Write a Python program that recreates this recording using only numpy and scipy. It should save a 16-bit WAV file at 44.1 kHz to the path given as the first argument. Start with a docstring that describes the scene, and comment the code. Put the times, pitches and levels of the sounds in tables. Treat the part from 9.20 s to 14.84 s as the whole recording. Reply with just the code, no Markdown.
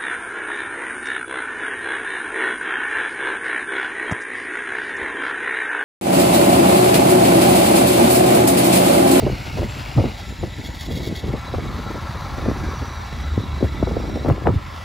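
"""Gusts rumble, flutter and thump on the microphone while a diesel truck rolls slowly past in a blizzard.
The driver eases off after a second: the engine slows, its rattle softens and the turbo whistle sinks.
A whine accompanies the coasting; tyres, rasps and blowing snow hiss. The midrange leans left, then centres.
Wind is shaped noise with pulses for single eddies; the engine is harmonics and noise gated by its firings.
Turbo and whine are narrow noise bands that follow a pitch; the hisses are coloured, grainy noise."""
import sys
import numpy as np
from scipy import signal
from scipy.fft import rfft, irfft
from scipy.io import wavfile
from scipy.ndimage import uniform_filter1d

SR = 44100
rng = np.random.default_rng(int(sys.argv[2]) if len(sys.argv) > 2 else 0)


def wav_record(signal):
    """Record a signal, one row per channel, as 16-bit PCM in the file named by sys.argv[1]."""
    frames = np.transpose(np.atleast_2d(signal))
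    bounded = np.clip(frames, -1, 1)
    # unit amplitude maps onto the largest positive 16-bit level
    quanta = np.round(bounded * 32767).astype(np.int16)
    wavfile.write(sys.argv[1], SR, quanta)


N = 248724
TIME = np.arange(N) / SR
BINS = np.fft.rfftfreq(N, 1 / SR)

# engine speed and turbo whistle: t/s, firing rate/Hz, whistle f/Hz, whistle relative level/dB
ENGINE_CURVE = [(0, 97, 7400, -62), (.6, 111, 7400, -56), (.8, 105, 7260, -62), (1.1, 94, 7130, -56.5),
                (1.45, 79, 6960, -59), (1.9, 73, 6720, -62), (2.3, 76.4, 6420, -69), (3, 78, 5950, -59),
                (3.6, 82, 5850, -51.5), (4.35, 73, 5740, -66), (4.95, 68, 5560, -56), (5.2, 78, 5570, -76),
                (5.64, 82, 5370, -72)]
# when the cab and the tailpipe are nearest (s), and how near (m)
CAB_S, CAB_M = 3.2, 2.93
PIPE_S, PIPE_M = 4.23, 1.5
HIDDEN_DB = -6  # what whine and clatter lose while the truck is broadside on


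def amp(db):
    """Decibels to gain."""
    return 10 ** (np.asarray(db) / 20)


def unit(x):
    """Scales to rms 1."""
    return x / np.sqrt(np.mean(np.abs(x) ** 2) + 1e-20)


def follow(rows):
    """The columns of a curve table, sample by sample."""
    s, *columns = np.transpose(rows)
    return [np.interp(TIME, s, c) for c in columns]


def read(points):
    """A table over frequency, joined on a log axis."""
    hz, value = np.transpose(points)
    return np.interp(np.log(BINS + 1), np.log(hz + 1), value)


def bump(centre_s, spread_s):
    """A bell-shaped swell that reaches 1 at its centre."""
    return np.exp(-.5 * ((TIME - centre_s) / spread_s) ** 2)


def rings(modes):
    """Gain over frequency of a set of resonances, summed as power."""
    power = 0
    for hz, width, db in modes:
        power = power + amp(2 * db) / (1 + ((BINS - hz) / width) ** 2 * 2) ** 2
    return np.sqrt(power)


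def waver(hz):
    """Slow chance of rms 1, up to about the given rate."""
    lowpass = 1 / (1 + (BINS / hz) ** 4)
    return unit(irfft(rfft(rng.standard_normal(N)) * lowpass, N))


def noise(colour, gate=1, likeness=None):
    """Gated noise of rms 1, coloured and picked up by two ports that hear partly different air."""
    # likeness of the two ports for most sounds: f/Hz, likeness/(0-1)
    usual_likeness = [(60, .95), (200, .88), (700, .88), (1150, .94), (1600, .995), (6000, .995),
                      (8000, .96), (15000, .94)]
    # phase by which the left port leads: f/Hz, phase/rad
    left_lead = [(7400, 0), (9100, -3.1), (11200, -6.3), (13300, -9.4), (15400, -12.6)]
    left, other = rfft(rng.standard_normal((2, N)) * gate)
    same = np.clip(read(usual_likeness if likeness is None else likeness), 0, 1)
    right = same * left + np.sqrt(1 - same ** 2) * other
    right = right * np.exp(-1j * read(left_lead))
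    return unit(irfft(np.array([left, right]) * colour, N))


def steadied(x, seconds):
    """Noise with its own slow swells evened out."""
    power = uniform_filter1d((x ** 2).mean(0), int(seconds * SR))
    return x / np.sqrt(power + 1e-9)


def band(x, low_hz, high_hz, order):
    """Causal band-pass: the bass arrives last, so a pulse sinks in pitch."""
    x = signal.sosfilt(signal.butter(order, min(high_hz, SR / 3), fs=SR, output="sos"), x)
    return signal.sosfilt(signal.butter(4, low_hz, "high", fs=SR, output="sos"), x)


def add(mix, s, sound):
    """Mixes a stereo sound in at time s."""
    part = mix[:, max(round(s * SR), 0):][:, :sound.shape[1]]
    part += sound[:, :part.shape[1]]


def whistle(pitch_hz, half_width_hz):
    """A narrow band of noise that follows a pitch curve."""
    turn = 2 * np.pi * np.cumsum(pitch_hz * np.ones(N)) / SR
    return unit(waver(half_width_hz) * np.cos(turn) + waver(half_width_hz) * np.sin(turn))


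def load(lift_s=0.914, lift_fall_s=0.027, press_s=5.0, press_rise_s=0.073, press_load=0.4):
    """How hard the engine pulls, 0-1: full at first, then coasting, then a light press of the pedal."""
    lift = np.exp(-np.maximum(TIME - lift_s, 0) / lift_fall_s)
    return lift + press_load * np.clip((TIME - press_s) / press_rise_s, 0, 1)


def passing(nearest_s, nearest_m, speed_m_per_s=4):
    """Gain of a source that rolls by: one over its distance, 1 at the nearest point."""
    return nearest_m / np.hypot(nearest_m, speed_m_per_s * (TIME - nearest_s))


def broadside():
    """1 while the side of the cab faces the microphone, 0 well before and after."""
    return bump(3.2, 0.33)


def drifting(x, depth=0.006):
    """The pitch of every ring wavers a little, by warping time."""
    warped = np.cumsum(1 + depth * waver(hz=5.03)) / SR
    warped = warped * TIME[-1] / warped[-1]
    return np.array([np.interp(warped, TIME, channel) for channel in x])


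def wind(lumpy_db=4.5, heave_db=3, rumble_db=-2, flutter_under_db=-12.5):
    """Gusts ride on the breeze: large slow eddies rumble, small ones come in quick lumps and flutter."""
    # wind between gusts: t/s, relative level/dB
    breeze = [(0, -33), (.2, -31), (.3, -29), (.55, -28.5), (1.0, -33), (1.6, -32.5), (2.2, -31.5),
              (2.4, -25), (2.6, -28), (2.9, -28.5), (3.6, -28), (3.82, -34), (3.97, -27.5), (4.13, -30),
              (4.33, -28), (4.6, -27), (4.9, -37), (5.2, -26), (5.45, -33.5), (5.64, -38.5)]
    # gusts that swell and fall: crest t/s, relative rumble level/dB, flutter level/dB, spread/s
    gusts = [(0.076, -19, -29, 0.044), (0.41, -20, -30.5, 0.03), (0.833, -21, -24, 0.029),
             (1.1, -27, -37, 0.013), (1.242, -22.5, -32, 0.019), (1.478, -29, -30, 0.017),
             (1.734, -24.5, -30, 0.033), (1.87, -28, -31.5, 0.061), (2.089, -22, -27, 0.03),
             (2.39, -29, -34, 0.03), (2.53, -32, -32.5, 0.043), (2.714, -41, -32, 0.033),
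             (3.294, -22, -29, 0.033), (3.45, -25, -30, 0.035), (3.628, -25.5, -27.5, 0.0063),
             (4.219, -29, -34.5, 0.033), (4.443, -23, -23, 0.014), (4.725, -24, -30, 0.087),
             (4.954, -25.5, -27.5, 0.045), (5.093, -18, -18, 0.02), (5.279, -21, -25, 0.021),
             (5.351, -23, -32, 0.021)]
    # spectrum of the large eddies: f/Hz, relative level/dB
    rumble_colour = [(20, -49), (32, -20), (50, 3), (80, 0.5), (130, -2.5), (200, -13), (400, -26.5),
                     (900, -61)]
    # spectrum of the small eddies: f/Hz, relative level/dB
    flutter_colour = [(40, -27), (110, -12), (200, 0.5), (350, -3), (600, -13), (1000, -27.5),
                      (2000, -34.5), (4000, -52.5)]
    breeze_db = follow(breeze)[0]
    low_power = amp(2 * breeze_db)
    mid_power = amp(2 * (breeze_db + flutter_under_db))
    for s, low_db, mid_db, spread in gusts:
        swell = bump(s, spread)
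        low_power = low_power + amp(2 * low_db) * swell
        mid_power = mid_power + amp(2 * mid_db) * swell
    rumble = steadied(noise(amp(read(rumble_colour)), amp(heave_db * waver(hz=24.9))), 0.081)
    flutter = steadied(noise(amp(read(flutter_colour)), amp(lumpy_db * waver(hz=53.5))), 0.164)
    return amp(rumble_db) * np.sqrt(low_power) * rumble + np.sqrt(mid_power) * flutter


def truck(ring_share=0.8, overtone_db=-18, jitter=0.0077, unsteady_db=4.0, sway_cycles=0.11):
    """Each firing puffs down the exhaust and knocks the block and the panels round it."""
    # unequal knocks of the six cylinders, in firing order: level/dB
    cylinders_db = [2, -9, -4, 1.5, -9, -4]
    # broad spectrum of the roar: f/Hz, relative level/dB
    roar_colour = [(260, -33), (450, -36), (541, 4), (631, -7), (804, 1.5), (884, -4.5), (1370, 2),
                   (1500, -6), (1640, -0.5), (2100, -10.5), (2280, -3.5), (2600, -17), (3380, -46),
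                   (5720, -120)]
    # resonances in the roar: f/Hz, width/Hz, relative level/dB
    roar_rings = [(735, 25, -7), (820, 46, -1.5), (1030, 205, 3), (1337, 15.6, 8.5), (1420, 31, -3)]
    # spectrum of the rattle: f/Hz, relative level/dB
    rattle_colour = [(700, -11), (1200, 1.5), (1700, -9.5), (2150, 9.5), (2500, 6), (2830, 8), (3200, -5.5),
                     (3600, -6), (4000, -2), (4600, -1.5), (6500, -15), (9000, -19)]
    # resonances of the engine block: f/Hz, width/Hz, relative level/dB
    block_rings = [(1336, 37, -1), (1800, 83, -0.5), (1982, 55, 7), (2215, 71, 4), (2700, 50, -3),
                   (3350, 97, -0.5), (3628, 42, 3.5), (3990, 79, -11), (4450, 100, -12), (4740, 59, -7),
                   (5450, 120, -9.5), (7500, 690, -14.5)]
    firing_hz, pull = follow(ENGINE_CURVE)[0], load()
    firings = np.cumsum(firing_hz * (1 + jitter * waver(hz=9.1))) / SR
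    # unequal knocks make the noise throb once a crank turn
    strength = amp(cylinders_db)[firings.astype(int) % len(cylinders_db)]
    knocks = 0.5 + strength * np.exp(-(firings % 1) / 0.4)  # fades over 0.4 of a firing, above a floor

    swayed = firings + sway_cycles * waver(hz=23.0)  # gusts push the exhaust puffs about
    exhaust = unit(sum(amp(overtone_db * k) * np.sin(2 * np.pi * (k + 1) * swayed) for k in range(4)))
    roar_spectrum = unit(amp(read(roar_colour))) + ring_share * unit(rings(roar_rings))
    roar = noise(roar_spectrum, knocks + 1.7)  # fan and tyres add the steady share
    rattle = noise(amp(read(rattle_colour)), knocks)
    clatter = drifting(noise(rings(block_rings), knocks))

    # the bonnet screens the roar until the side of the cab comes round
    screened = .5 * (1 - np.tanh((TIME - 2.02) / (2 * 0.034)))
    # each level: pedal up, plus what full load adds
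    exhaust_db = -28.5 - 1 * pull + unsteady_db * waver(hz=20)
    roar_db = -35 + 9 * pull - 12.5 * screened
    rattle_db = -57 + 16 * pull
    clatter_db = -46 - 7.5 * pull + HIDDEN_DB * broadside()
    return (exhaust * passing(PIPE_S, PIPE_M) * amp(exhaust_db)
            + roar * passing(CAB_S, CAB_M) * amp(roar_db)
            + rattle * amp(rattle_db)
            + clatter * amp(clatter_db))


def turbo(waver_db=3.0, half_width_hz=90, near_half_width_hz=260):
    """A breathy, broken whistle that sinks as the turbine runs down and spreads into a hiss close by."""
    _, whistle_hz, db = follow(ENGINE_CURVE)
    near = passing(CAB_S, CAB_M) ** 2
    narrow = np.sqrt(1 - near) * whistle(whistle_hz, half_width_hz)
    wide = np.sqrt(near) * whistle(whistle_hz, near_half_width_hz)
    return amp(db + waver_db * waver(hz=22)) * (narrow + wide)


def tyres(level_db=-50.5, grain_db=2):
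    """Tyres press dry snow: a broad, grainy hiss, strongest while the truck is close."""
    # spectrum of the pressed snow: f/Hz, relative level/dB
    tyre_colour = [(1800, -2), (2600, -20), (3100, -25), (3500, 9), (4400, 9), (4700, 15), (5000, -10),
                   (5300, -6), (6500, 1), (8000, -5.5)]
    hiss = noise(amp(read(tyre_colour)), amp(grain_db * waver(hz=300)))
    return amp(level_db) * passing(CAB_S, CAB_M) ** 2 * hiss


def snow(level_db=8.0, swirl_db=1.13, grain_db=2.0):
    """Countless ice grains skim the ground in drifting sheets: noise with fast grain and slow swirl."""
    # level of the snow hiss: t/s, relative level/dB
    hiss_level = [(0, -46), (.35, -46.5), (1.2, -50), (1.65, -50), (2.1, -51.5), (2.6, -50), (3.6, -50),
                  (4.25, -52), (5.0, -52), (5.3, -56.5), (5.64, -48.5)]
    # spectrum of the grains: f/Hz, relative level/dB
    snow_colour = [(150, -43), (390, -8), (560, 13), (900, 14.5), (1150, 5), (1450, 11), (2100, 7),
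                   (3100, 6), (4500, 5.5), (6200, -0.5), (7500, -7.5), (11200, -6.5), (15500, -12)]
    # snow comes from all round, so its midrange differs more between ports: f/Hz, likeness/(0-1)
    snow_likeness = [(400, .8), (900, .55), (1400, .15), (1750, .8), (2100, .995), (6000, .995),
                     (8000, .93), (15000, .9)]
    grains = amp(grain_db * waver(hz=1520) + swirl_db * waver(hz=23.2))
    return amp(follow(hiss_level)[0] + level_db) * noise(amp(read(snow_colour)), grains, snow_likeness)


def buffets(low_share=0.17, lowest_hz=55, boom_hz=150, boom_db=-2, apart_least=0.21, apart_hz=1700,
            level_db=-4.0):
    """A gust tears off the casing in a burst of turbulence that swells fast and dies away over a low boom."""
    # hardest bursts: crest t/s, relative crest level/dB, upper corner f/Hz, swell time/s
    bursts = [(0.027, -17.5, 534, .013), (0.067, -13, 690, 0.0084), (0.38, -18.5, 656, 0.011),
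              (.43, -18, 640, 0.0072), (0.785, -11, 586, .012), (.815, -20.5, 680, 0.009),
              (0.854, -17, 527, 0.0077), (1.237, -17.5, 560, 0.0044), (1.389, -24, 295, 0.0089),
              (1.71, -24, 562, 0.015), (1.779, -27, 555, .016), (1.87, -24, 479.3, 0.015),
              (2.145, -19, 540, 0.009), (2.346, -19, 890, 0.0058), (2.39, -24, 670, 0.0083),
              (2.665, -25, 496, 0.0096), (2.749, -26, 510, .01), (3.185, -18.5, 544, 0.0072),
              (3.26, -16, 560, 0.0058), (3.294, -16.5, 420, 0.0033), (4.41, -22, 560, 0.0062),
              (4.444, -18, 540, 0.0037), (4.631, -16, 900, 0.003), (4.679, -16.5, 537, 0.00766),
              (4.711, -24, 770, 0.0049), (4.767, -16.5, 736, 0.0069), (4.845, -23, 616, 0.009),
              (4.966, -29, 700, 0.013), (5.058, -22, 910, 0.0084), (5.085, -23, 900, 0.0085),
              (5.107, -15.5, 700, 0.0053), (5.26, -16.5, 890, 0.01), (5.277, -10, 680, 0.0041),
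              (5.286, -13, 890, 0.0066), (5.301, -15.5, 706, 0.0048)]
    out, t = np.zeros((2, N)), np.arange(SR // 8) / SR
    for s, db, hz, swell in bursts:
        shared, side = rng.standard_normal((2, len(t)))
        shape = (t / swell) ** 2 * np.exp(2 - 2 * t / swell)
        apart = apart_least + (hz / apart_hz) ** 2  # small eddies reach each port separately
        swirl = (shared + apart * np.array([side, -side])) * shape
        burst = unit(band(swirl, max(low_share * hz, lowest_hz), hz, order=4))
        boom = unit(band(swirl, lowest_hz, boom_hz, order=4))
        gain = amp(db + level_db) * np.sqrt(np.mean(shape ** 2))
        add(out, s - swell, gain * (burst + amp(boom_db) * boom))
    return out


def thumps(reach=1.016, low_share=0.42, level_db=-1.0, wake_share=0.36, wake_sink=0.69, wake_cycles=1.31):
    """One eddy crosses the port: a push and a suck of pressure, then a slower, weaker one in its wake."""
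    # single eddies: t/s, relative peak level/dB, centre f/Hz, left-right level/dB
    eddies = [(0.046, -14, 333, -1), (0.067, -12.5, 456, 2), (0.099, -14, 566, 1), (.13, -22, 376, 6),
              (.274, -27.5, 446, 3), (.419, -15, 525, 4), (0.775, -15.5, 420, 2), (.7845, -15.5, 607, 7),
              (.841, -12.5, 584, 6), (.857, -15, 385, -2), (1.23, -16, 435, 5), (1.236, -17.5, 567, 3),
              (1.925, -16, 290, 3), (2.085, -21, 252, -1), (2.137, -12.5, 400, 3.5), (2.339, -15, 607, -1),
              (2.383, -17, 506, 1), (2.758, -24, 400, 2), (3.286, -9, 400.5, 3.5), (3.313, -13, 560, 3),
              (4.177, -9.5, 353, 3.5), (4.427, -4.5, 334, 4.5), (4.627, -5.5, 421, 1),
              (4.672, -14.5, 705, 4), (4.712, -19, 551, 2), (4.768, -14, 563, -2), (4.8, -19, 450, 7),
              (4.897, -25, 522, 14), (4.973, -18, 570, -1), (5.011, -22, 480, -2), (5.048, -12.5, 553, 5),
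              (5.061, -12, 564, 4), (5.085, -16, 520, 5), (5.1, -8.5, 910, 6.5), (5.18, -19, 600, 3),
              (5.221, -22, 450, 5), (5.2705, -5.5, 1260, 2.5), (5.2725, -7.5, 670, 3)]
    out, t = np.zeros((2, N)), np.arange(SR // 12) / SR
    for s, db, hz, pan_db in eddies:
        gains = amp([[db + level_db + pan_db / 2], [db + level_db - pan_db / 2]])
        strike = (0, 1, hz)
        wake = (wake_cycles / hz, wake_share, wake_sink * hz)
        for delay, share, pitch in (strike, wake):
            u = 2 * np.pi * pitch * t
            pulse = band((1 - u) * np.exp(-u), low_share * pitch, reach * pitch, order=3)
            add(out, s + delay, share * gains * pulse / abs(pulse).max())
    return out


def booms(sink=0.54, skew=0.55, apart_rad=0.19):
    """A large vortex rocks the air in the ports: a few deep swings that swell and sink in pitch."""
    # deep booms around the harder thumps: t/s, peak level/dB, starting f/Hz, length/s
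    vortices = [(0.766, -8, 148.3, 0.057), (1.232, -33, 178, 0.039), (2.132, -20, 172, 0.04),
                (3.28, -12, 235, 0.017), (4.173, -14, 135, 0.034), (4.436, -16, 127.1, 0.021),
                (4.629, -14, 110, 0.025), (5.108, -5.5, 153, 0.019), (5.291, -8.5, 170, 0.014),
                (5.323, -13.5, 115, 0.018), (5.358, -10.5, 129, 0.03)]
    out = np.zeros((2, N))
    for s, db, hz, length in vortices:
        u = np.arange(0, length, 1 / SR) / length
        turn = 2 * np.pi * np.cumsum(hz * (1 - sink * u)) / SR
        swings = np.sin(turn + np.array([[apart_rad], [-apart_rad]]))
        add(out, s, amp(db) * np.sin(np.pi * u ** skew) * swings)
    return out


def whine(pitch_hz=3925, base_db=-52, behind_db=2, on_s=0.77, off_s=5.08, fade_s=0.044, throb=0.38,
          waver_db=2.5):
    """A hoarse whine while coasting, partly hidden broadside on; it throbs once a crank turn."""
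    crank = np.cumsum(follow(ENGINE_CURVE)[0]) / SR / 3  # three firings a turn
    coasting = np.clip(np.minimum(TIME - on_s, off_s - TIME) / fade_s, 0, 1)
    level_db = base_db + behind_db * passing(PIPE_S, PIPE_M) + HIDDEN_DB * broadside()
    level = coasting * amp(level_db + waver_db * waver(hz=30))
    return level * (1 + throb * np.cos(2 * np.pi * crank)) * whistle(pitch_hz, half_width_hz=117)


def rasps(ring_share=1.0, grain_db=2):
    """A quick run of grainy hisses: noise with a hollow ring, swelling and fading."""
    # short hisses: crest t/s, relative level/dB, spread/s
    hisses = [(1.461, -37.5, 0.016), (1.55, -42, 0.01), (1.617, -36, 0.021), (1.661, -39, 0.0071),
              (1.722, -38, 0.014), (1.77, -35, 0.016), (1.842, -38, 0.023), (1.878, -38, 0.0084),
              (1.969, -37, 0.012), (1.997, -39, 0.0059)]
    # broad spectrum of a rasp: f/Hz, relative level/dB
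    rasp_colour = [(1200, -32), (2000, 2), (2600, -38), (3500, 12), (5200, -1.5), (7000, -37),
                   (11000, -1.5), (15500, -6)]
    # resonances of a rasp: f/Hz, width/Hz, relative level/dB
    rasp_rings = [(1930, 36, 6), (2155, 55, 12), (2820, 67, 5), (3330, 83, 12), (3680, 100, -3),
                  (4560, 140, 3), (5370, 180, 1), (6750, 1300, -3.5)]
    level = sum(amp(db) * bump(s, spread) for s, db, spread in hisses)
    colour = unit(amp(read(rasp_colour))) + ring_share * unit(rings(rasp_rings))
    return level * noise(colour, amp(grain_db * waver(hz=250)))


def scattered(x, patchy_db=1.51):
    """Shifting paths through the gusty air make narrow bands fade in and out."""
    z = signal.stft(x, nperseg=1024, noverlap=768)[2]
    patches = rng.standard_normal(z.shape[1:])
    patches = uniform_filter1d(patches, size=4, axis=0)  # across frequency
    patches = uniform_filter1d(patches, size=24, axis=1)  # along time
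    return signal.istft(z * amp(patchy_db * unit(patches)), nperseg=1024, noverlap=768)[1][:, :N]


def placed(x, centre_hz=1000, octaves=0.6):
    """Leans and widens the midrange by mid and side gains; bass and treble are left as they are."""
    # stereo image of the midrange: t/s, left-right level/dB, extra side level/dB
    image = [(0, 1.5, 7), (.85, 10, 6.5), (1.0, 4.5, 1.5), (2.1, 4, 3.5), (3.3, 2, -7.5), (3.76, 0.5, -2),
             (3.82, 1, 16), (3.88, 0.5, 1), (4.95, 0, 9), (5.15, 2, 9), (5.64, -1, 8)]
    lean_db, wide_db = follow(image)
    window = 1 / (1 + (np.log2((BINS + 1) / centre_hz) / octaves) ** 6)
    part = irfft(rfft(x) * window, N)
    mid = part.mean(0)
    side = (part[0] - part[1]) / 2 * amp(wide_db)
    return x - part + np.array([(mid + side) * amp(lean_db / 2), (mid - side) * amp(-lean_db / 2)])


def scene():
    """Wind at the microphone, the truck a few metres off, snow all round."""
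    outdoors = truck() + turbo() + tyres() + snow() + whine() + rasps()
    at_microphone = wind() + buffets() + thumps() + booms()
    return at_microphone + placed(scattered(outdoors))


def record(dry):
    """The recorder's band limit: a steep low-pass at 15.8 kHz."""
    lowpass = signal.firwin(511, 15800, window=("kaiser", 9), fs=SR)
    return signal.oaconvolve(dry, lowpass[None], "same", axes=1)


dry = scene()
out = record(dry)
wav_record(out)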